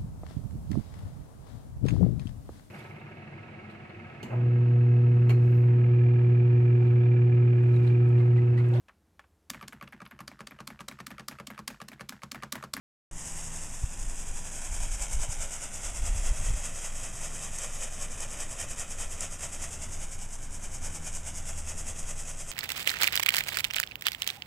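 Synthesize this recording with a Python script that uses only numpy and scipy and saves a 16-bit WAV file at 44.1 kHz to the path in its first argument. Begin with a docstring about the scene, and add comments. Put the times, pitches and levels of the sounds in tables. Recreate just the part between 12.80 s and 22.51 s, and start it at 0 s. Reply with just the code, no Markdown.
"""Shaking granules over a lawn

Someone paces a lawn, shaking granules out of a plastic jug at about ten strokes a second.
Each stroke throws a shower of grains at the wall: they tick brightly and make the hollow jug rustle.
The bounce off the ground colours the rattle as the jug moves. Gusts buffet the microphone early on,
and a far engine drones under the outdoor rumble."""
import sys
import numpy as np
from scipy import signal
from scipy.fft import rfft, irfft, next_fast_len
from scipy.io import wavfile
from scipy.ndimage import uniform_filter1d

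SR = 44100
rng = np.random.default_rng(int(sys.argv[2]) if len(sys.argv) > 2 else 0)


def dump_mix(stems):
    """Bounce the given channels to the path in sys.argv[1] as a 16-bit WAV at rate SR."""
    frames = np.atleast_2d(stems).T  # one column per channel
    limited = np.clip(frames, -1, 1)  # hard clip at full scale
    pcm = np.round(limited * 32767).astype(np.int16)
    wavfile.write(sys.argv[1], SR, pcm)


N = 428211
TIME = np.arange(N) / SR


def undb(db):
    """Decibels to gain."""
    return 10 ** (np.asarray(db) / 20)


def unit(x):
    """Scale to rms 1."""
    return x / np.sqrt(np.mean(x ** 2))


def colour(x, points):
    """Causal EQ of unit power through (Hz, dB) points."""
    hz, db = np.transpose(points)
    size = next_fast_len(N + 8192)
    freqs = np.arange(size // 2 + 1) * SR / size
    gain = unit(undb(np.interp(np.log(freqs + 1), np.log(hz), db)))
    cepstrum = irfft(np.log(gain), size)
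    cepstrum[1:size // 2] *= 2  # minimum phase: nothing rings ahead of a hit
    cepstrum[size // 2 + 1:] = 0
    return irfft(rfft(x, size) * np.exp(rfft(cepstrum)), size)[:N]


def drift(rate_hz):
    """Smooth random modulation of rms 1."""
    hold = int(SR / rate_hz)
    steps = np.repeat(rng.standard_normal(N // hold + 1), hold)
    return unit(uniform_filter1d(uniform_filter1d(steps, hold), hold)[:N])


def swell(at, half_length):
    """A bell-shaped surge with long skirts."""
    return 1 / (1 + ((TIME - at) / half_length) ** 2) ** 2


# The low hum of the neighbourhood. Each row: pitch in Hz, level in dB.
HUM_TONES = [(18.5, -38.5), (91, -58), (119, -63.5)]
# EQ of the outdoor bed. Each row: frequency in Hz, relative level in dB.
AIR_EQ = [(8, -1.5), (18, -1.5), (32, -12), (60, -12), (120, -19.5), (200, -22), (350, -30), (700, -33),
          (1500, -34.5), (4000, -48), (8000, -60), (15000, -66)]


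def outdoors(air_db=-43):
    """Steady rumble of the neighbourhood with a wavering hum and a faint hiss."""
    hum = np.zeros(N)
    for hz, db in HUM_TONES:
        amplitude = np.sqrt(2) * undb(db + 2 * drift(2.8))
        hum += amplitude * np.sin(2 * np.pi * hz * TIME + 0.51 * drift(3.4))
    air = colour(rng.standard_normal(N), AIR_EQ)
    return hum + air * undb(air_db + 1.13 * drift(2.91))


# The ride of the engine drone. Each row: time in seconds, firing rate in Hz,
# base level of the fundamental in dB, base level of the overtones in dB.
ENGINE_RIDE = [(.3, 80.4, -58.5, -48.5), (1.6, 79.4, -54.5, -56), (3, 80.13, -60, -59),
               (4.5, 80.26, -60.5, -52), (5.4, 80.1, -59.5, -59), (6.7, 79.9, -52, -58),
               (7.8, 80.1, -54, -53.5), (8.2, 79.6, -46, -45), (8.8, 79.04, -46, -55),
               (9.3, 78.4, -51, -51), (9.7, 78, -55, -52.5)]
# Its harmonics. Each row: multiple of the firing rate, trim on the base level in dB.
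ENGINE_HARMONICS = [(1, 1), (2, -3.5), (3, -11)]


def far_engine(waver=0.005, fading_db=2.0):
    """A low drone whose harmonics fade in and out on the way."""
    times, hz, fundamental_db, overtone_db = np.transpose(ENGINE_RIDE)
    firing_hz = np.interp(TIME, times, hz) * (1 + waver * drift(9))
    phase = 2 * np.pi * np.cumsum(firing_hz) / SR
    drone = np.zeros(N)
    for multiple, trim_db in ENGINE_HARMONICS:
        db = np.interp(TIME, times, fundamental_db if multiple == 1 else overtone_db)
        drone += undb(db + trim_db + fading_db * drift(6.6)) * np.sin(multiple * phase)
    return drone


# Gusts on the microphone. Each row: start in seconds, length in seconds, relative level in dB.
WIND_GUSTS = [(0.998, 0.055, -31), (1.153, .12, -27), (1.424, 0.053, -28), (1.878, 0.35, -28.5),
              (2.31, 0.11, -27), (2.54, 0.094, -32.5), (3.018, 0.18, -34), (3.175, 0.32, -23.5),
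              (3.568, 0.064, -23.5), (3.662, 0.063, -22.5)]
# Their sub-heavy EQ. Each row: frequency in Hz, relative level in dB.
GUST_EQ = [(8, -24), (18, 2.5), (32, 2.5), (55, -11), (90, -22.5), (160, -35), (320, -46), (900, -84)]


def gusts(gain_db=-3.5, attack_s=0.032, release_s=0.053):
    """Deep wind rumble on the microphone: each gust rises quickly, holds and dies away."""
    power = np.zeros(N)
    for start, length, db in WIND_GUSTS:
        rise = np.clip((TIME - start) / attack_s, 0, 1)
        fall = np.exp(-np.maximum(TIME - start - length, 0) / release_s)
        power += (undb(db + gain_db) * rise * fall) ** 2
    rumble = colour(rng.standard_normal(N), GUST_EQ)
    rumble /= np.sqrt(uniform_filter1d(rumble ** 2, SR // 8))  # levelled, so the gusts set the shape
    return np.sqrt(power) * rumble


# Wind thumps. Each row: centre in seconds, relative peak in dB, half length in seconds.
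EDDY_HITS = [(1.04, -19, 0.0034), (2.377, -23, 0.0082), (2.494, -27.5, 0.0027), (3.247, -24, 0.0051),
             (3.365, -27, 0.0048), (3.509, -20, 0.0053), (3.7, -18.5, 0.0071)]


def eddies(gain_db=-1, flutter_db=-13):
    """An eddy hitting the microphone gives one swing of pressure and a short flutter."""
    flutter_eq = [(20, -17), (60, 3.0), (110, 0), (160, -15.5), (260, -36), (900, -79)]
    flutter = undb(flutter_db) * colour(rng.standard_normal(N), flutter_eq)
    thumps = np.zeros(N)
    for at, db, half_length in EDDY_HITS:
        passage = (TIME - at) / half_length
        swing = passage * np.exp((1 - passage ** 2) / 2)
        thumps += undb(db + gain_db) * (swing + flutter * swell(at, 4 * half_length))
    return thumps


def house_walls(x, decay_s=0.03, wet_db=-15.5):
    """Add a short, diffuse return from the house walls, keeping the power."""
    t = TIME[:SR // 4]
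    tail = rng.standard_normal(len(t)) * np.exp(-t / decay_s)
    tail *= undb(wet_db) / np.linalg.norm(tail)
    return (x + signal.fftconvolve(x, tail)[:N]) / np.sqrt(1 + undb(wet_db) ** 2)


# The ground bounce shifts as the jug is carried about. Each row: time in seconds, delay in ms.
BOUNCE_DELAY = [(.3, 0.99), (.9, 1.12), (2.4, 1.31), (3.3, 1.51), (5.3, 1.64), (6.8, 1.55), (7.3, 1.33),
                (8.3, 1.29), (8.8, 1.5), (9.7, 1.55)]


def ground_bounce(x, bounce_db=-9, grass_hz=5000):
    """Add the bounce off the lawn: a moving comb, weaker in the treble, which the grass soaks up."""
    times, delay_ms = np.transpose(BOUNCE_DELAY)
    dulled = signal.filtfilt(*signal.butter(1, grass_hz, fs=SR), x)
    delayed_time = TIME - np.interp(TIME, times, delay_ms) / 1000
    return x + undb(bounce_db) * np.interp(delayed_time, TIME, dulled)


# The tempo, about five shakes a second, even between rows. 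Each row: time in seconds, shakes so far.
SHAKE_PACE = [(0.401, 0), (2.032, 9), (2.625, 12), (3.27, 15), (4.833, 23), (6.005, 29), (6.636, 32),
              (7.423, 36), (8.691, 42), (9.697, 47)]
# The effort of the arm. Each row: time in seconds, relative levels of the forward and back strokes in dB.
ARM_EFFORT = [(0.4, -40, -37), (0.6, -38, -39), (0.95, -41, -41), (1.4, -42, -39.5), (2.3, -33.5, -34.5),
              (3.05, -34, -36.5), (3.7, -35, -38.5), (4.2, -37.5, -41), (4.7, -34.6, -38),
              (5.3, -35, -39.5), (5.9, -33, -36.5), (6.6, -33, -36.5), (7.2, -37.5, -38.4),
              (7.7, -41.5, -40.5), (8.15, -34.5, -35.6), (8.8, -36, -37), (9.7, -37.5, -38)]
# How the load slides as the jug tilts. Each row: time in seconds, half length of a shower in seconds,
# share of the shake (0 to 1) that passes before the back stroke.
LOAD_SLIDE = [(0.4, 0.053, 0.4), (1.8, 0.041, 0.53), (2.4, 0.028, 0.49), (3.7, 0.043, 0.58),
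              (4.8, 0.037, 0.58), (5.9, 0.027, 0.52), (7.3, 0.03, 0.53), (8.2, 0.025, 0.44),
              (9.7, 0.031, 0.55)]
# How hollow the jug sounds. Each row: time in seconds, send from the stroke to the jug's body in dB.
BODY_SEND = [(.4, -12), (1.9, -10.5), (3.8, -9.5), (6.4, -9.5), (7.6, -12), (8.3, -11.5), (9.7, -11)]


def strokes(forward_send_db=0.68, back_send_db=-0.97, jitter_s=0.002, jitter_db=0.5):
    """Each shake throws the load forward, then back: yields time, level, half length and body send."""
    pace_times, shakes = np.transpose(SHAKE_PACE)
    effort_times, forward_db, back_db = np.transpose(ARM_EFFORT)
    slide_times, half_length, back_share = np.transpose(LOAD_SLIDE)
    forward = np.interp(np.arange(round(shakes[-1]) + 1), shakes, pace_times)
    back = forward[:-1] + np.diff(forward) * np.interp(forward[:-1], slide_times, back_share)
    at = np.concatenate([forward, back])
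    db = np.concatenate([np.interp(forward, effort_times, forward_db),
                         np.interp(back, effort_times, back_db)])
    send_db = np.interp(at, *np.transpose(BODY_SEND))
    # the forward stroke hits the broad wall of the jug and booms more
    send_db += np.repeat([forward_send_db, back_send_db], [len(forward), len(back)])
    late, harder = rng.standard_normal((len(at), 2)).T  # no two strokes are quite alike
    half_lengths = np.interp(at, slide_times, half_length)
    return zip(at + jitter_s * late, db + jitter_db * harder, half_lengths, send_db)


def shower(at, half_length, crest_db=-4, crest_width=0.4):
    """Power of one shower of grains: a broad surge with a dense, narrower crest."""
    crest = undb(crest_db) ** 2
    surge = swell(at, half_length) + crest * swell(at, crest_width * half_length)
    return surge / (1 + crest * crest_width)


def impacts(per_second, spread_db):
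    """Grains land at random with uneven strength: impulses of unit power."""
    chance = np.clip(per_second / SR, 1e-4, 1)
    strength = unit(undb(spread_db * np.clip(rng.standard_normal(N), -2, 2)))
    lands = rng.random(N) < chance
    return lands * rng.choice([-1, 1], N) * strength / np.sqrt(chance)


def skitter(strikes, decay_s, tail_db):
    """Each impact skitters on briefly in its own random way; the power is kept."""
    feedback = np.exp(-2 / (decay_s * SR))
    energy = signal.lfilter([1 - feedback], [1, -feedback], strikes ** 2 + 1e-18)
    tail = undb(tail_db) * np.sqrt(energy) * rng.standard_normal(N)
    return (strikes + tail) / np.sqrt(1 + undb(tail_db) ** 2)


# Hard accents in the rattle. Each row: start in seconds, relative level in dB, decay in seconds.
CLACK_HITS = [(.473, -31, .0008), (2.223, -28, .003), (2.331, -33, .002), (4.785, -28, .005),
              (5.405, -29, 0.0019), (5.898, -32, .0008), (5.9957, -27, .002), (6.407, -25, .003),
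              (8.329, -31, .001), (8.349, -34, .0007), (8.552, -32, 0.00062), (8.559, -33, .0007)]


def clacks(gain_db=-1):
    """Single grains and small clumps hit hard, each a tiny burst of noise."""
    envelope = sum(undb(db + gain_db) * np.exp(-np.abs(TIME - at) / decay) * (TIME >= at)
                   for at, db, decay in CLACK_HITS)
    return envelope * rng.standard_normal(N)


# The bright EQ of the grain ticks. Each row: frequency in Hz, relative level in dB.
TICK_EQ = [(2500, -45), (4200, -21.5), (4900, -10), (5600, -5), (6700, 1), (7900, 1.5), (9000, -3),
           (10300, -10), (12500, -21), (15000, -35.5)]
# The hollow jug, its air resonance low down. Each row: frequency in Hz, relative level in dB.
JUG_EQ = [(180, -33.5), (300, -9.5), (420, -6), (550, -2), (650, 0), (760, -4), (980, -1.5), (1170, -7),
          (1380, -5.5), (1600, -6), (2000, -4), (2600, -3.5), (3200, -6), (3800, -13), (5500, -33.5)]


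def shaken_jug(grains_per_s=4500, tick_db=-2.5, body_db=-1):
    """Showers of grains: a harder stroke throws more of them; each ticks and knocks the jug."""
    tick_power, body_power = np.zeros(N), np.zeros(N)
    for at, db, half_length, send_db in strokes():
        tick_power += undb(db) ** 2 * shower(at, half_length)
        # the bulk of the load lands a little later and settles more slowly
        body_power += undb(db + send_db) ** 2 * shower(at + 0.0042, half_length * 1.34)
    grains = impacts(grains_per_s * np.sqrt(tick_power / tick_power.mean()), spread_db=3.5)
    grains *= undb(0.71 * drift(250))  # they arrive in clumps
    strikes = skitter(grains * np.sqrt(tick_power), decay_s=0.0044, tail_db=3.0)
    ticks = colour(undb(tick_db) * strikes + clacks(), TICK_EQ)
    knocks = skitter(grains * np.sqrt(body_power), decay_s=0.0056, tail_db=-4.5)
    return ticks + undb(body_db) * colour(knocks, JUG_EQ)


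def scene():
    """The jug between lawn and house walls, over wind, engine and rumble; both channels are the same."""
    jug = house_walls(ground_bounce(shaken_jug()))
    return np.tile(jug + gusts() + eddies() + far_engine() + outdoors(), (2, 1))


def record(dry, start_s=0.312, notch_hz=4240, notch_q=9, top_hz=15250):
    """Master chain: a moment of silence at the head, a notch in the low treble and a steep top cut."""
    gated = dry * (TIME >= start_s)
    notched = signal.lfilter(*signal.iirnotch(notch_hz, notch_q, fs=SR), gated)
    return signal.sosfilt(signal.ellip(8, .2, 70, top_hz, fs=SR, output="sos"), notched)


dry = scene()
out = record(dry)
dump_mix(out)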